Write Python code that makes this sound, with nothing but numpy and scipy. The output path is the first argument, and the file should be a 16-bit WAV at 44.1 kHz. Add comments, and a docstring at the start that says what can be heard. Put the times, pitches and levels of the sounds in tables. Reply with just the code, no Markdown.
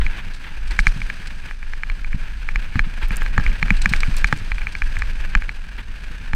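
"""Mountain bike on a snowy trail

A mountain bike runs down a snowy forest trail, heard from a camera on the rider's chest.
The tyres hiss, rasp and crunch through snow: noises made of random clicks, each given its own spectrum.
Below lies a deep rumble of air and shaking, made of filtered noise, and a drone made of clicks.
Bumps make the camera's mount clack (a filtered ring) and sway (one slow swing). Roots thud through
the bike as a shove and fading tones, and flung snow ticks on the case."""
import sys
import numpy as np
from scipy import signal
from scipy.fft import rfft, irfft
from scipy.io import wavfile

SR = 44100
rng = np.random.default_rng(int(sys.argv[2]) if len(sys.argv) > 2 else 0)


def materialize(psi):
    """Save the field psi as 16-bit PCM at rate SR to the path in sys.argv[1].

    A 1-D psi becomes a single channel; in a 2-D psi each row is a channel.
    """
    bounded = np.clip(np.atleast_2d(psi).T, -1, 1)
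    quanta = np.round(bounded * 32767).astype(np.int16)
    wavfile.write(sys.argv[1], SR, quanta)


N = 280035
T = np.arange(N) / SR  # time of every sample [s]

# how hard the bike runs over the ground: (time [s], pace [dB])
RIDING_PACE = [(0, 3.5), (.25, 0), (.6, -2), (.9, 2.5), (1.3, -0.5), (1.7, -4), (1.95, -2.5), (2.25, -1),
               (2.75, .5), (2.95, 0.5), (3.2, 2.5), (4.1, 5.5), (4.45, -0.5), (5.3, 1), (5.95, -4.5),
               (6.15, -.5), (6.35, -1)]
# a tyre meets a root or rut: (time [s], level [dB])
ROOT_HITS = [(0.057, -28), (0.791, -25.5), (0.868, -22.5), (0.961, -22.5), (2.144, -15.5), (2.552, -49),
             (2.756, -11), (2.772, -24), (2.796, -26), (2.865, -25), (3.108, -22), (3.38, -10.5),
             (3.461, -24.5), (3.626, -18.5), (3.708, -10.5), (3.86, -17.5), (3.913, -16), (4.081, -16),
             (4.244, -25), (4.327, -13.5), (4.413, -29.5), (5.354, -20), (6.335, -20.5)]
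# the snow crust breaks: (time [s], level before rise and fade [dB], fade length [s])
CRUST_BREAKS = [(0.334, -44, 0.041), (0.673, -40.5, 0.017), (0.7074, -32.5, 0.012), (0.7955, -25, 0.0098),
                (0.8755, -29, 0.0085), (1.163, -47, 0.0095), (1.27, -34, 0.01), (3.026, -40, 0.031),
                (3.436, -38.5, 0.012), (3.766, -34, 0.013), (3.815, -31, 0.014), (3.89, -31.5, 0.016),
                (3.926, -31.5, 0.012), (3.96, -33, 0.01), (4.0037, -24.5, 0.0068), (4.1659, -34.5, 0.028),
                (4.269, -33.5, 0.015), (4.385, -40, 0.01), (4.723, -33, 0.0064), (4.779, -39, 0.01),
                (4.99, -34, 0.0046)]
# spectrum of breaking crust and loose icy grains: (frequency [Hz], relative level [dB])
ICY_COLOUR = [(600,-11.5),(1600,-2),(2300,8),(2750,5.5),(3300,-1),(4020,8),(4600,5.5),(5500,0.5),(7000,-6.5),(8300,-2),(10500,-17),(15000,-27)]
# snow lies in patches: how fast the level swings pass
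PATCH_HZ = 8.7


def amp(db):
    """Turns decibels into gain."""
    return 10 ** (np.asarray(db) / 20)


def unit(x):
    """Scales a sound to an rms (average strength) of 1."""
    return x / np.sqrt(np.mean(x ** 2) + 1e-20)


def add(mix, s, sound):
    """Lays a sound into the mix at time s, cut off at the end of the mix."""
    part = mix[max(round(s * SR), 0):][:len(sound)]
    part += sound[:len(part)]


def level_curve(table):
    """Joins (time, dB) points by straight lines and gives a gain for every sample."""
    s, db = np.transpose(table)
    return amp(np.interp(T, s, db))


def spectrum(points, hz):
    """Joins (frequency, dB) points on a log-frequency axis and gives the gain at hz."""
    f, db = np.transpose(points)
    return amp(np.interp(np.log(hz + 1), np.log(f + 1), db))


def coloured(x, points):
    """Gives a noise its spectrum, at rms 1."""
    gain = spectrum(points, np.fft.rfftfreq(len(x), 1 / SR))
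    return unit(irfft(rfft(x) * gain, len(x)))


def struck(gain):
    """A ring with this spectrum that starts at the blow (minimum phase), at peak 1."""
    response = np.exp(np.conj(signal.hilbert(np.log(gain + 1e-6))))
    ring = np.fft.ifft(response).real[:len(gain) // 2]
    return ring / abs(ring).max()


def wander(rate_hz):
    """Smooth random swings of rms 1, mostly slower than the rate."""
    hz = np.fft.rfftfreq(N, 1 / SR)
    slow = np.exp(-(hz / rate_hz) ** 2)
    return unit(irfft(rfft(rng.standard_normal(N)) * slow, N))


def grains(per_s, spread_db):
    """Snow grains snapping: random clicks, a few of them large, at rms 1."""
    size = amp(spread_db * np.minimum(rng.exponential(1, N), 4))
    sign = rng.choice([-1, 1], N)
    snaps = rng.random(N) < per_s / SR
    return unit(size * sign * snaps)


def bursts(table, attack):
    """The level of short bursts that rise quickly and die away over their length."""
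    level, t = np.zeros(N), np.arange(SR // 6) / SR
    for s, level_db, length in table:
        rise = 1 - np.exp(-t / attack)
        add(level, s, amp(level_db) * rise * np.exp(-(t / length) ** 2))
    return level


def aftermath(events, fade_s, growth):
    """Level left behind by events: it rises quickly, fades, and is greater after a strong one."""
    power, strongest = np.zeros(N), max(row[1] for row in events)
    rise = 1 - np.exp(-T / 0.036)
    shape = rise * np.exp(-T / fade_s)
    for s, level_db, *_ in events:
        add(power, s, (amp(growth * (level_db - strongest)) * shape) ** 2)
    return np.sqrt(power)


def thrown_snow():
    """Level of flying powder: a steady share follows the pace, and spray rises and settles after crunches."""
    # level at a pace of 0 dB, and dB gained per dB of pace
    hiss_db, hiss_growth = -52, 0.64
    # spray level before its rise and fade [dB], fade time [s], dB gained per dB of crunch
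    spray_db, spray_s, spray_growth = -46, 0.24, 0.41
    steady = amp(hiss_db) * level_curve(RIDING_PACE) ** hiss_growth
    spray = amp(spray_db) * aftermath(CRUST_BREAKS, spray_s, spray_growth)
    return np.hypot(steady, spray)


def tyres():
    """Knobs pack the snow in uneven clumps, louder with the pace, and powder hisses as it flies."""
    # spectrum of the snow packing: (frequency [Hz], relative level [dB])
    roll_colour = [(200,-2.5),(400,-10.5),(720,-11.5),(900,-7.5),(1150,-9.5),(1400,-4),(1630,3),(2020,-6.5),(2400,-1),(2900,-7.5),(4200,-21),(6000,-29),(10000,-36.5)]
    # spectrum of the flying powder: (frequency [Hz], relative level [dB])
    hiss_colour = [(1500,-2),(3000,0),(4050,2),(4950,0.5),(5500,-5),(6200,-2.5),(7100,-11),(8000,-6.5),(9600,-11.5),(10600,-18.5),(12100,-17.5),(13000,-24),(14700,-37),(16000,-38)]
    # level at a pace of 0 dB, and dB gained per dB of pace
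    roll_db, roll_growth = -41.5, 0.95
    roll_patch_db, hiss_patch_db = 1.58, 0.47  # rms swing from patch to patch [dB]
    patches = wander(rate_hz=PATCH_HZ)
    roll = amp(roll_db + roll_patch_db * patches) * level_curve(RIDING_PACE) ** roll_growth
    hiss = thrown_snow() * amp(hiss_patch_db * patches)
    uneven = amp(2.2 * wander(rate_hz=70))  # the clumps, shared by both sounds
    packing = coloured(grains(per_s=4000, spread_db=2.5), roll_colour)
    powder = coloured(grains(per_s=6000, spread_db=1), hiss_colour)
    return roll * uneven * packing + hiss * uneven * powder


def rumble():
    """Air and shaking heave below the tyres' drone, which follows the pace and shudders after thuds."""
    # air and shaking at the chest: (time [s], level [dB])
    heave_levels = [(0, -8.5), (.15, -25), (.45, -28.5), (.68, -15), (.95, -27), (1.85, -25.5),
                    (2.1, -20.5), (2.5, -20), (2.75, -25), (3.4, -17), (4.2, -16.5), (4.4, -24),
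                    (4.88, -17.5), (5.7, -25), (6.35, -23)]
    # spectrum of the air and shaking: (frequency [Hz], relative level [dB])
    rumble_colour = [(5,-50),(13,-6),(20,1),(27,-8),(35,-22),(45,-12),(60,-31.5),(100,-39.5),(200,-97)]
    # spectrum of the tyres' drone: (frequency [Hz], relative level [dB])
    drone_colour = [(35,-20),(70,5.5),(110,-2.5),(180,-4.5),(240,-11.5),(320,-21),(600,-30.5),(1500,-82)]
    # level at a pace of 0 dB, dB gained per dB of pace, rms swing from patch to patch [dB]
    drone_db, drone_growth, drone_patch_db = -42.5, 1.07, 1.34
    # shudder level before its rise and fade [dB], fade time [s], dB gained per dB of thud
    shudder_db, shudder_s, shudder_growth = -41, 0.08, 0.4

    patches = amp(drone_db + drone_patch_db * wander(rate_hz=PATCH_HZ))
    steady = patches * level_curve(RIDING_PACE) ** drone_growth
    shudder = amp(shudder_db) * aftermath(ROOT_HITS, shudder_s, shudder_growth)
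    drone = np.hypot(steady, shudder)

    deep = coloured(rng.standard_normal(N), rumble_colour)
    deep = unit(deep / np.sqrt(abs(signal.hilbert(deep)) + 1.2))  # the harness evens out the swings
    ground = coloured(grains(per_s=430, spread_db=1.5), drone_colour)
    ground = ground * amp(3.1 * wander(rate_hz=30))
    return level_curve(heave_levels) * deep + drone * ground


def grit():
    """Loose icy grains tick one by one, louder the more snow the tyres throw."""
    ticks = coloured(grains(per_s=76, spread_db=2.8), ICY_COLOUR)
    return amp(-9.5) * thrown_snow() * ticks


def scuffs():
    """The tread slips through loose snow in a short rasp of many small clicks."""
    # the slips: (time [s], level before rise, fade and a 1 dB lift [dB], fade length [s])
    slips = [(0.01, -28.5, 0.015), (0.125, -39.5, 0.055), (0.1796, -33.5, 0.024), (0.437, -36, 0.022),
             (0.4645, -36, 0.03), (0.704, -32.5, 0.033), (1.301, -34.5, 0.014), (1.483, -35.5, 0.015),
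             (2.836, -35, 0.021), (3.0144, -30, 0.033), (3.116, -33, 0.033), (3.205, -34, 0.029),
             (3.332, -36.5, 0.018), (3.552, -30.5, 0.01), (3.957, -31, 0.012), (4.395, -42, 0.024),
             (5.33, -37.5, 0.026), (5.7795, -32.5, 0.027)]
    # spectrum of the rasp: (frequency [Hz], relative level [dB])
    scuff_colour = [(300,0),(720,-11.5),(900,1.5),(1150,-1.5),(1650,6),(2050,3),(2400,2),(2750,0),(3300,-3.5),(4200,-11),(6000,-27),(10000,-32)]
    rasp = coloured(grains(per_s=4500, spread_db=1.0), scuff_colour)
    return amp(1.0) * bursts(slips, attack=0.0029) * rasp


def thuds():
    """Blows through the soft tyres give one shove and ring the bike briefly."""
    # the bike's dull ring: (frequency before a random shift [Hz], relative level [dB], time to fall 60 dB [s])
    frame_modes = [(70,-13.5,0.11),(118.7,9,0.032),(175.4,0.5,0.067),(226,1,0.046),(289,-23,0.2)]
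    # the first shove: its height beside the ring, when it peaks and how wide it is
    shove_height, shove_at_s, shove_width_s = 0.95, 0.00394, 0.0014
    out, t = np.zeros(N), np.arange(SR // 6) / SR
    swell = 1 - np.exp(-(t / .004) ** 2)
    shove = shove_height * np.exp(-((t - shove_at_s) / shove_width_s) ** 2)
    for s, level_db in ROOT_HITS:
        ring = np.zeros(len(t))
        for hz, db, t60 in frame_modes:
            pitch = hz * rng.uniform(0.736, 1.05)
            ring += amp(db - 60 * t / t60) * np.sin(2 * np.pi * pitch * t)
        ring = ring * swell
        add(out, s, -amp(level_db) * (1.05 * ring / abs(ring).max() + shove))
    return out


def clack(bright_db, swell_hz=1900, size=2048):
    """One clack of the mount; a soft contact trades the upper modes for the lower ones."""
    # what the mount and case ring with, before each blow's random changes:
    # (frequency [Hz], least width [Hz], relative level [dB])
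    case_modes = [(481,336,-17.5),(847,145,-10.5),(1221,320,-6),(1676,343,1.5),(2002,250,-7),(2318,328,-1.5),(3003,340,-17.5),(3420,270,-21.5),(4183,250,-17.5),(4290,300,-45),(5190,300,-24.5),(5600,350,-33),(6600,350,-30),(7260,370,-30.5),(11100,4100,-48.5)]
    gain, hz = 0, abs(np.fft.fftfreq(size, 1 / SR))
    for f, width, db in case_modes:
        # each blow lands on another spot and meets another grip
        spot_db = rng.normal(0, min(1.4 + f / 2000, 4))
        pitch = f * rng.normal(1, .012)
        damped = max(width, .07 * f)  # plastic damps every mode quickly
        # the contact matters most for the modes around and just above 2 kHz, less far above
        upper = (.9 + .9 * np.tanh((f - 1970) / 200)) / (1 + (f / 2800) ** 8)
        lower = .8 / (1 + (f / 950) ** 4)
        height = amp(db + spot_db + bright_db * (upper - lower))
        gain = gain + height / (1 + ((hz - pitch) / damped) ** 2 * 2) ** 2
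    # the case takes about a cycle to get going: an all-pass delays its main modes
    poles = signal.iirpeak(swell_hz, 1, SR)[1]
    ring = signal.lfilter(poles[::-1], poles, struck(gain))
    return ring / abs(ring).max()


def sway(sway_hz=27, delay=0.0038, crest=0.014, length=0.033):
    """The camera swings on its harness after a jolt: a slow wave that soon dies (times in s)."""
    t = np.arange(SR // 8) / SR
    swing = np.sin(2 * np.pi * sway_hz * (t - delay))
    return swing * np.exp(-((t - crest) / length) ** 2) * (1 - np.exp(-t / 0.0042))


def mount():
    """Each bump gives a clack and a slow swing."""
    # the bumps: (time [s], clack peak [dB], contact brightness [dB, weighted by mode],
    # sway level before its rise and fade [dB])
    bumps = [(0.0648, -12, 5, -24), (0.7907, 1, 5, -7.5), (0.8688, 2, 2.5, -6.5), (1.0171, -15.5, 5.5, -15),
             (1.1005, -12, 4.5, -23), (1.5107, -17.5, 0.5, -32), (1.6286, -20.5, 4, -27),
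             (1.735, -17, 0.5, -49), (1.8341, -10.5, 4, -22.5), (1.8991, -14, 3.5, -16),
             (2.0459, -18, 4.5, -41), (2.1299, -18, 3, -29), (2.4885, -10.5, 3, -19), (2.5585, -7, 5, -8),
             (2.7562, -14, -4.5, -38), (2.793, -1.5, 1.5, -9.5), (3.0302, -26, 15, -8.5),
             (3.1069, -13.5, 3, -10), (3.2196, -12, -7, -24), (3.2622, -14.5, 2, -37),
             (3.379, -2, -7.5, -19), (3.398, -15.5, -11, -15), (3.4641, -9, 6, -7.5),
             (3.5173, -20.5, 7, -39), (3.6277, -3.5, 4, -12), (3.682, -16.5, 3, -34), (3.705, 0, 3.5, -8),
             (3.8582, 1, 4, -21), (3.9362, -1.5, 3.5, -36), (4.0328, -6.5, 2.5, -36), (4.244, 0.5, 3.5, -8),
             (4.3264, 1, -8.5, -24), (4.518, -9, 4, -10.5), (4.582, -17, 7, -68), (4.6174, -17.5, 4, -22),
             (4.6695, -10, 5, -43), (4.7518, -12, 4, -17), (4.82, -7.5, 4, -13.5), (4.9679, -13, 5, -22),
             (5.0208, -8.5, 3.5, -16), (5.3513, 1, 3, -7), (5.4216, -16, 1, -15.5), (5.4925, -11.5, 4, -24),
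             (6.3335, -10, -0.5, -8.5)]
    out = np.zeros(N)
    for s, peak_db, bright_db, sway_db in bumps:
        add(out, s, amp(peak_db) * clack(bright_db))
        add(out, s, amp(sway_db) * sway())
    return out


def crunches():
    """Breaking crust: a quick clump of coarse grains."""
    crackle = coloured(grains(per_s=2200, spread_db=3.6), ICY_COLOUR)
    return bursts(CRUST_BREAKS, attack=0.0006) * crackle


def crumbs():
    """Icy crumbs strike the case in a tick and shatter, each with its own brightness."""
    # the strikes: (time [s], level of the first tick [dB], brightness [dB per octave])
    strikes = [(0.788, -34, -5), (0.8054, -38, -2), (0.8114, -39, 2), (3.085, -31, 16), (3.1185, -34.5, 9),
               (3.1595, -29, 0), (3.1686, -19, 11), (3.2316, -33, 15), (3.821, -21.5, -4.5),
               (3.897, -31, 6), (4.1671, -21.5, 2), (4.1714, -37, 5), (4.1844, -29, 4), (4.3754, -37, 6),
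               (4.9885, -31.5, 5)]
    # spectrum of a tick before its tilt: (frequency [Hz], relative level [dB])
    crumb_colour = [(1500,-36),(4000,0),(6500,4),(8000,8),(11000,-5.5),(14600,-10),(16000,-22.5)]
    out, t = np.zeros(N), np.arange(SR // 30) / SR
    hz = abs(np.fft.fftfreq(512, 1 / SR))
    octaves = np.log2(np.maximum(hz / 8000, .5))  # the tilt turns about 8 kHz and stops one octave below
    for s, level_db, tilt_db in strikes:
        tick = struck(spectrum(crumb_colour, hz) * amp(tilt_db * octaves))
        shatter = .45 * rng.standard_normal(len(t)) * np.exp(-t / .0009)
        shatter[0] = 1  # the first touch
        add(out, s, amp(level_db) * np.convolve(shatter, tick))
    return out


def scene():
    """Adds all the sounds as heard by one microphone close by in open air, with no echo."""
    ground = tyres() + rumble() + grit() + scuffs()
    blows = thuds() + mount() + crunches() + crumbs()
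    return (ground + blows)[None]


def record(dry):
    """Rounds off the loudest peaks softly, then removes what lies above about 15.7 kHz."""
    held = dry / (1 + dry ** 8) ** (1 / 8)
    low_pass = signal.firwin(511, 15700, window=("kaiser", 9), fs=SR)
    return signal.oaconvolve(held, low_pass[None], "same")


dry = scene()
out = record(dry)
materialize(out)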